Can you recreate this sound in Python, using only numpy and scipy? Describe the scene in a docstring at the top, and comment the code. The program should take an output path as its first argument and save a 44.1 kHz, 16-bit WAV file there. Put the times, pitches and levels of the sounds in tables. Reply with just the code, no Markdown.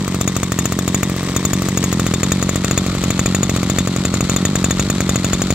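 """Two-stroke brush cutter idling

A small engine idles on the grass while the microphone moves from above its cover to beside the air filter.
Each of about 45 turns a second pumps a soft puff through the muffler, but only every few turns does the
charge fire: a sharp bang that cracks through the casing, rings the cylinder fins and kicks the crank.
Pulses placed turn by turn make the exhaust, decaying sines the fins, and shaped noise the fan, intake,
piston slap, loose cover and shroud. A bounce off the ground colours it all."""
import sys
import numpy as np
from scipy import signal
from scipy.fft import rfft, irfft, next_fast_len
from scipy.io import wavfile

SR = 44100
rng = np.random.default_rng(int(sys.argv[2]) if len(sys.argv) > 2 else 0)


def inscribe(sig):
    """Save sig as 16-bit PCM at rate SR to the path in sys.argv[1].

    A 1-D sig is mono; a 2-D sig holds one channel per row.
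    Samples are clipped to [-1, 1] before scaling.
    """
    pcm = np.round(np.clip(np.atleast_2d(sig).T, -1, 1) * 32767)
    wavfile.write(sys.argv[1], SR, pcm.astype(np.int16))


N = 244314
SECONDS = np.arange(N) / SR
IDLE_HZ = 45.3  # nominal crank turns per second


def amp(db):
    """Decibels to gain."""
    return 10 ** (np.asarray(db) / 20)


def unit(x):
    """Scale to rms 1."""
    return x / np.sqrt(np.mean(x ** 2) + 1e-20)


def along(points, hz):
    """Read (frequency, value) points on a log frequency axis."""
    f, v = np.transpose(points)
    return np.interp(np.log(hz + 1), np.log(f + 1), v)


def filtered(x, response):
    """Multiply the spectrum of x by a response given as a function of frequency."""
    size = next_fast_len(N + SR // 2)
    return irfft(rfft(x, size) * response(np.fft.rfftfreq(size, 1 / SR)), size)[..., :N]


def strike(times, sizes, shape):
    """Place one scaled copy of a shape at each time."""
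    # a second of lead-in leaves room for times before zero
    train = np.bincount(np.round(times * SR).astype(int) + SR, sizes, N + SR)
    return signal.fftconvolve(train, shape)[SR:SR + N]


def burst(t, attack, t60):
    """An envelope that rises from t = 0 and dies away by 60 dB in t60 seconds."""
    t = np.maximum(t, 0)
    return (1 - np.exp(-t / attack)) * amp(-60 * t / t60)


# Likeness of the two channels of every noise: (frequency [Hz], left-right correlation [-1 to 1])
STEREO_LIKENESS = [(40, 1), (200, 1), (1000, 0.84), (2000, 0.98), (4000, 0.24), (8000, 0.15), (14000, 0.17)]


def noise(spectrum):
    """Stereo noise of rms 1, alike in the bass and mostly unrelated in the high treble."""
    def mid_side(hz):
        angle = np.arccos(np.clip(along(STEREO_LIKENESS, hz), -1, 1)) / 2
        return amp(along(spectrum, hz)) * [np.cos(angle), np.sin(angle)]

    mid, side = filtered(rng.standard_normal((2, N)), mid_side)
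    return unit(np.array([mid + side, mid - side]))


# The microphone's move: (time [s], puff level [dB], clatter level [dB],
# nearness to the air filter [0-1], extra path of the ground bounce [m])
MICROPHONE_MOVE = [(0, -1.5, -2, 0.38, 0.31), (1.2, -1.5, -1, 0, 0.18), (1.8, 1, 0, 0, 0.22),
                   (2.1, 1.5, 1, 0.73, 0.21), (2.6, -1.5, 2, 0.92, 0.14), (3.3, 0.5, 2.5, 0.97, 0.15),
                   (3.9, -0.5, 1.5, 0.99, 0.13), (4.6, 0, 2, 0.96, 0.19), (5.5, -0.6, 2.5, 1, 0.13)]


def microphone(times):
    """Puff level, clatter level, nearness and extra ground path at these times."""
    s, *columns = np.transpose(MICROPHONE_MOVE)
    return [np.interp(times, s, column) for column in columns]


# Firings at set times, hard and ordinary: (time [s], hardness over a 0 dB firing [dB])
TIMED_FIRINGS = [(0.2113, 5.5), (0.2764, 6.5), (0.5195, 2), (0.5885, 7.5), (0.6553, 4), (0.945, 7),
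                 (1.0308, 5), (1.3632, 8.5), (1.4508, 10), (1.5326, 6.5), (1.9271, 3.5), (2.065, 4.5),
                 (2.1379, 7), (2.2317, 9), (2.3187, 10.5), (2.426, 3), (2.7764, 9.5), (3.0379, 2.5),
                 (3.3475, 8), (3.4305, 8), (3.4946, 6), (3.6987, 6), (3.7848, 9.5), (4.0512, 6),
                 (4.4515, 11.5), (4.5547, 6.5), (4.7956, 8.5), (4.9002, 10), (5.005, 3), (5.332, 8),
                 (5.5045, 5.5)]
# How well the cold mixture burns, with two stumbles: (time [s], mean hardness of the other firings [dB])
MIXTURE_QUALITY = [(0.14, -11), (0.37, 3), (0.88, 0), (1.29, -37), (1.7, 0), (1.8, 6.5), (2.72, 5),
                   (2.95, -20), (3.1, 9), (3.62, -3), (3.95, -1.5), (4.4, 9.5), (5.5, 6)]
# turns a fresh charge needs, its growth per second as the engine warms, turns before the first timed firing
FLUSH_TURNS, FLUSH_TURNS_PER_S, COAST_TURNS = 3.13, .13, 9


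def ignite(scatter_db, bang_share, bang_offset_db):
    """Firings as (time [s], bang [dB], ring [dB]): a charge lights once enough turns flush the cylinder."""
    rows, start = [], TIMED_FIRINGS[0][0] - COAST_TURNS / IDLE_HZ
    for end, timed_db in TIMED_FIRINGS:
        turns = round((end - start) * IDLE_HZ)
        charges = max(1, round(turns / (FLUSH_TURNS + FLUSH_TURNS_PER_S * start)))
        lit = np.ceil(np.arange(1, charges) * turns / charges - .5)  # nearest whole turn
        times = start + (end - start) * lit / turns
        hardness = np.interp(times, *np.transpose(MIXTURE_QUALITY))
        hardness = hardness + scatter_db * rng.standard_normal(len(times))
        rows += [*zip(times, hardness), (end, timed_db)]
        start = end
    s, ring_db = np.transpose(rows)
    return np.transpose([s, bang_offset_db + bang_share * ring_db, ring_db])


def crank(firings, slowing):
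    """Times of all turns and which fire: after each kick the crank coasts, each turn a little longer."""
    fired = firings[:, 0]
    # four turns lead in to the first firing and four follow the last
    kicks = np.r_[fired[0] - 4 / (IDLE_HZ + 3), fired, fired[-1] + 4 / IDLE_HZ]
    turns = []
    for start, end in zip(kicks, kicks[1:]):
        lengths = 1 + slowing * np.arange(max(1, round((end - start) * IDLE_HZ)))
        turns.extend(start + (end - start) * (np.cumsum(lengths) - lengths) / lengths.sum())
    return np.array(turns), np.isin(turns, fired)


def crank_angle(turns):
    """Crank position at every sample, counted in turns."""
    return np.interp(SECONDS, turns, np.arange(len(turns)))


def rumble():
    """Turbulent gas adds a faint low rush."""
    # (frequency [Hz], relative level [dB])
    rush = [(20, -35), (35, -15), (50, -6), (110, 0), (200, 0), (400, -7), (800, -20), (3000, -60)]
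    return amp(-34) * noise(rush)


# Narrow resonances of the shroud: (frequency [Hz], relative level [dB per Hz])
SHROUD_TONES = [(2900, -45), (3200, -16), (3279, 0), (3360, -16), (3520, -28), (3700, -16), (3758, 2),
                (3820, -16), (4200, -45)]


def shroud(shroud_db):
    """Constant vibration keeps the engine shroud singing faintly: noise in narrow bands."""
    return amp(shroud_db) * noise(SHROUD_TONES)


def shake(turns, shake_db, lag):
    """The unbalanced piston rocks the whole machine: one sine cycle per turn, lag in turns."""
    return amp(shake_db) * np.sin(2 * np.pi * (crank_angle(turns) - lag))


# Clatter colour from above the cover: (frequency [Hz], relative level [dB per Hz])
CLATTER_ABOVE = [(100, 4), (400, 10.5), (800, -2), (1060, 7), (1500, -2.5), (1870, 6), (2800, 0),
                 (3750, 2.5), (5000, -0.5), (7400, -1), (8050, 3), (9300, -15), (12000, -13), (15500, -26)]
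# Clatter colour from beside the air filter: (frequency [Hz], relative level [dB per Hz])
CLATTER_BESIDE = [(100, 18.5), (400, 4.5), (850, 2), (1350, 9), (1600, -0.5), (2000, 4), (2700, 0.5),
                  (4300, 6), (5100, -2.5), (6700, -1), (7350, 3), (9600, -15), (10900, -10), (15500, -30)]
# Rise and fall of the rasp within one turn: (share of the turn [0-1], level [dB])
RASP_TURN = [(0, 4.5), (.1, 1), (.22, -2.5), (.35, -4.5), (.42, 1.5), (.55, 4.5), (.75, 2.5), (.88, 1.5),
             (1, -6.5)]


def clatter(turns, clatter_db, uneven_db, slap_db, slap_t60, tick_db, tick_t60, count=800):
    """Fan and intake rasp with the crank, the piston slaps once a turn, loose parts tick at random."""
    angle = crank_angle(turns)
    _, level_db, near, _ = microphone(SECONDS)
    near = np.clip(near, 0, 1)

    knots = np.linspace(0, len(turns), 6 * len(turns))  # about six random levels a turn
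    uneven = np.interp(angle, knots, rng.standard_normal(len(knots)))
    rasp = amp(np.interp(angle % 1, *np.transpose(RASP_TURN)) + uneven_db * uneven)

    t = SECONDS[:SR // 20]
    late, force = rng.standard_normal((2, len(turns)))
    slap_times = turns + 0.00637 + 0.00027 * late
    slaps = strike(slap_times, amp(slap_db + 0.37 * force), burst(t, 0.0002, slap_t60))

    tick_sizes = amp(tick_db) * amp(4 * rng.standard_normal(count))
    ticks = strike(rng.uniform(0, N / SR, count), tick_sizes, burst(t, .0001, tick_t60))

    colour = np.sqrt(1 - near) * noise(CLATTER_ABOVE) + np.sqrt(near) * noise(CLATTER_BESIDE)
    return amp(clatter_db + level_db) * np.hypot(rasp, slaps + ticks) * colour


# The loose cover's resonance: (frequency [Hz], relative level [dB per Hz])
COVER_BUZZ = [(2800, -56), (3400, -13), (3530, 6), (3620, 4.5), (3760, -6), (4500, -64)]


def cover(firings, cover_db, hardness, delay, attack, t60):
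    """Hard firings shake the loose cover, whose narrow-band buzz lasts into the next turn."""
    s, _, ring_db = firings.T
    shape = burst(np.arange(SR // 5) / SR, attack, t60)
    return strike(s + delay, amp(cover_db + hardness * ring_db), shape) * noise(COVER_BUZZ)


# The crack of the blow: (frequency [Hz], relative level [dB per Hz])
CRACK_COLOUR = [(300, -6), (1200, 0.5), (2500, 7), (3100, -3.5), (5000, 0.5), (6500, 5.5), (8600, 3.5),
                (9300, -4.5), (11000, -7), (13500, -3), (15500, -7.5)]


def crack(firings, crack_db, t60, hardness, snap_db, snap_t60, rebound, rebound_db, rebound_t60):
    """The blow cracks through the casing; the piston slaps back before the bottom of its stroke."""
    s, _, ring_db = firings.T
    t = np.arange(SR // 10) / SR
    snap = amp(snap_db) * burst(t, 0.00052, snap_t60)
    body = burst(t, 0.00092, t60)
    slap_back = amp(rebound_db) * burst(t - rebound, 0.00094, rebound_t60)
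    sizes = amp(crack_db + hardness * ring_db)
    return strike(s, sizes, snap + body + slap_back) * noise(CRACK_COLOUR)


# Ringing modes of the cylinder fins: (frequency [Hz], mean level [dB], t60 [s])
FIN_MODES = [(1870, -6.5, 0.011), (2592, 0.5, 0.0071), (5790, -24, 0.036), (6360, -29, 0.053),
             (6580, -11, 0.027), (6940, -0.5, 0.03), (7350, -14, 0.047), (8170, -19, 0.03),
             (8660, -18, 0.029), (11850, -25, 0.03), (13800, -16, 0.033), (14750, -39, 0.023)]


def fins(firings, ring_db, scatter_db, detune, attack, delay, port_phase):
    """Each firing rings the fins at new strengths and pitches; the two ports hear them out of step."""
    out, t = np.zeros((2, N + SR)), np.arange(SR // 10) / SR
    hz, db, t60 = np.transpose(FIN_MODES)[:, :, None]
    port_offset = port_phase * np.array([1, 0])[:, None, None]  # radians, left port only
    for s, _, blow_db in firings:
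        level, drift = rng.standard_normal((2, len(FIN_MODES), 1))
        phase = rng.uniform(0, 2 * np.pi, (len(FIN_MODES), 1)) + port_offset
        tones = np.sin(2 * np.pi * hz * (1 + detune * drift) * t + phase)
        modes = amp(db + scatter_db * level) * burst(t, attack, t60) * tones
        out[:, round((s + delay) * SR):][:, :len(t)] += amp(ring_db + blow_db) * modes.sum(axis=1)
    return out[:, :N]


def shaded(x, shade_db, open_db, edge_hz):
    """The filter box hides the highest ring of the cylinder as the microphone moves beside it."""
    top = filtered(x, lambda hz: 1 - 1 / (1 + (hz / edge_hz) ** 12))
    near = microphone(SECONDS)[2]
    return x - top + top * amp(open_db + shade_db * near)


def smoulder(turns, fires, smoulder_db, per_turn_db, stumble, scatter_db):
    """Burn of unfired charges (gain): grows each turn since a firing, and when the mixture is poor."""
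    index = np.arange(len(turns))
    waited = index - np.maximum.accumulate(index * fires)
    poor_db = np.maximum(0, -np.interp(turns, *np.transpose(MIXTURE_QUALITY)))
    burn_db = smoulder_db + per_turn_db * waited + stumble * poor_db
    return np.minimum(amp(burn_db + scatter_db * rng.standard_normal(len(turns))), .5)


def pulse(spectrum, lag_hz, size=8192):
    """The causal pressure pulse of this spectrum; the baffles hold back what lies below lag_hz."""
    hz = np.fft.rfftfreq(size, 1 / SR)
    # folding the cepstrum gives minimum phase
    cepstrum = irfft(np.log(amp(along(spectrum, hz))))
    cepstrum[1:size // 2] *= 2
    cepstrum[size // 2 + 1:] = 0
    baffles = (1j * hz - lag_hz) / (1j * hz + lag_hz)  # all-pass
    return irfft(np.exp(rfft(cepstrum)) * baffles)[:size // 2]


# An unfired stroke through the muffler: (frequency [Hz], relative level [dB])
PUFF_SPECTRUM = [(20, 37), (45, -0.5), (75, 28.5), (105, 29), (140, 30), (185, 36.5), (245, 27.5),
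                 (350, 23), (480, 8), (570, 15), (700, 8.5), (1100, 7), (2000, -39), (5000, -58)]
# A fired stroke through the muffler: (frequency [Hz], relative level [dB])
BANG_SPECTRUM = [(20, 15.5), (50, 22), (95, 36.5), (190, 30), (280, 30.5), (340, 24.5), (460, 24),
                 (700, 21), (850, 9), (1000, 11.5), (1170, 21.5), (1620, 8.5), (1950, -3), (2700, 5),
                 (5000, -11)]


def exhaust(firings, turns, fires, embers, scatter_db, jitter, puff_db, bang_db, gulp, gulp_db,
            can_hz, can_width_hz):
    """An unfired turn sucks, then puffs; the better the charge burns, the more a bang takes its place."""
    late, force = rng.standard_normal((2, len(turns)))
    burn = embers.copy()  # misfires still smoulder a little
    burn[fires] = amp(firings[:, 1])
    times = turns + ~fires * (.0009 + jitter * late)  # unfired strokes come late and unsteadily
    size = amp(microphone(turns)[0] + scatter_db * force)

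    puff = -pulse(PUFF_SPECTRUM, lag_hz=150)
    puffs = strike(times - .002, size * np.clip(1 - burn, 0, 1), puff)
    gulps = strike(times + gulp, size * amp(gulp_db), puff)  # the intake gulps later in each turn
    bangs = strike(times - .0004, burn, pulse(BANG_SPECTRUM, lag_hz=100))

    def can(hz):
        return can_hz ** 2 - hz ** 2 + 1j * hz * can_width_hz

    # all-pass: the muffler can holds its own resonance back for about a millisecond
    bangs = filtered(bangs, lambda hz: np.conj(can(hz)) / can(hz))
    return amp(puff_db) * (puffs + gulps) + amp(bang_db) * bangs


# Moving hollow in the exhaust's tone: (time [s], centre frequency [Hz])
HOLLOW_GLIDE = [(0, 550), (1.6, 535), (1.85, 600), (2.1, 680), (2.45, 780), (3.2, 900)]


def hollow(x, depth, width_hz):
    """Two paths from the muffler partly cancel in a narrow band that moves with the microphone."""
    hz = np.interp(SECONDS, *np.transpose(HOLLOW_GLIDE))
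    carrier = np.exp(2j * np.pi * np.cumsum(hz) / SR)
    pole = np.exp(-np.pi * width_hz / SR)
    # shift the band to zero, low-pass it, shift it back
    band = 2 * np.real(carrier * signal.lfilter([1 - pole], [1, -pole], x / carrier))
    return x - np.clip(depth, 0, 1) * band


def ground(x, bounce_db, grass_hz):
    """The bounce off the ground, dulled by grass, cuts notches that move as its extra path changes."""
    delay = microphone(SECONDS)[3] / 343  # speed of sound in m/s
    dull = filtered(x, lambda hz: amp(bounce_db) / np.hypot(1, hz / grass_hz))
    return np.array([np.interp(SECONDS - delay, SECONDS, port) for port in dull])


# Treble tilt between the ports: (frequency [Hz], left over right [dB])
PORT_TILT = [(350, 0), (700, -1.7), (1200, 3.3), (2400, 3.3), (4400, 3.5), (7000, 6.7), (8500, 5),
             (11000, -3), (13500, -9)]


def ports(x):
    """The right port hears the engine a moment sooner; the case tilts the treble from side to side."""
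    lag = 2.5 / SR  # seconds
    def response(hz):
        tilt = amp(np.outer([.5, -.5], along(PORT_TILT, hz)))
        return tilt * np.exp(np.outer([-1j, 1j], np.pi * hz * lag))

    return filtered(x, response)


def scene():
    """The whole engine, heard directly and off the ground; plain times and t60 are in seconds."""
    firings = ignite(scatter_db=2.0, bang_share=0.13, bang_offset_db=0.4)
    turns, fires = crank(firings, slowing=.03)
    embers = smoulder(turns, fires, smoulder_db=-33.5, per_turn_db=4.5, stumble=0.59, scatter_db=3)

    background = rumble() + shroud(shroud_db=-46)
    works = clatter(turns, clatter_db=-31, uneven_db=3.5, slap_db=3.5, slap_t60=0.032,
                    tick_db=-6.5, tick_t60=0.0051)
    buzz = cover(firings, cover_db=-29, hardness=1.0, delay=0.0011, attack=0.0041, t60=0.077)
    blows = crack(firings, crack_db=-16, t60=0.03, hardness=0.28, snap_db=-2.5, snap_t60=0.0069,
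                  rebound=0.0085, rebound_db=-15, rebound_t60=0.01)
    metal = fins(firings, ring_db=-13.3, scatter_db=2, detune=0.013, attack=0.0018, delay=0.00032,
                 port_phase=1.0)
    metal = shaded(metal + blows, shade_db=-6.5, open_db=2.0, edge_hz=9500)
    gas = exhaust(firings, turns, fires, embers, scatter_db=1.27, jitter=0.00045, puff_db=-0.8, bang_db=-2,
                  gulp=0.01334, gulp_db=-22.5, can_hz=1374, can_width_hz=470)
    gas = hollow(gas, depth=0.46, width_hz=74) + shake(turns, shake_db=-48, lag=0.083)

    engine = background + works + buzz + metal + gas
    return ports(engine + ground(engine, bounce_db=-18.5, grass_hz=1130))


def record(dry):
    """The microphone chain cuts the deepest bass, rounds off high peaks and ends steeply at 15.9 kHz."""
    thin = filtered(dry, lambda hz: 1 - 1 / (1 + (hz / 36.5) ** 11))
    held = thin / (1 + np.abs(thin) ** 8) ** (1 / 8)
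    return filtered(held, lambda hz: 1 / (1 + (hz / 15900) ** 120))


dry = scene()
out = record(dry)
inscribe(out)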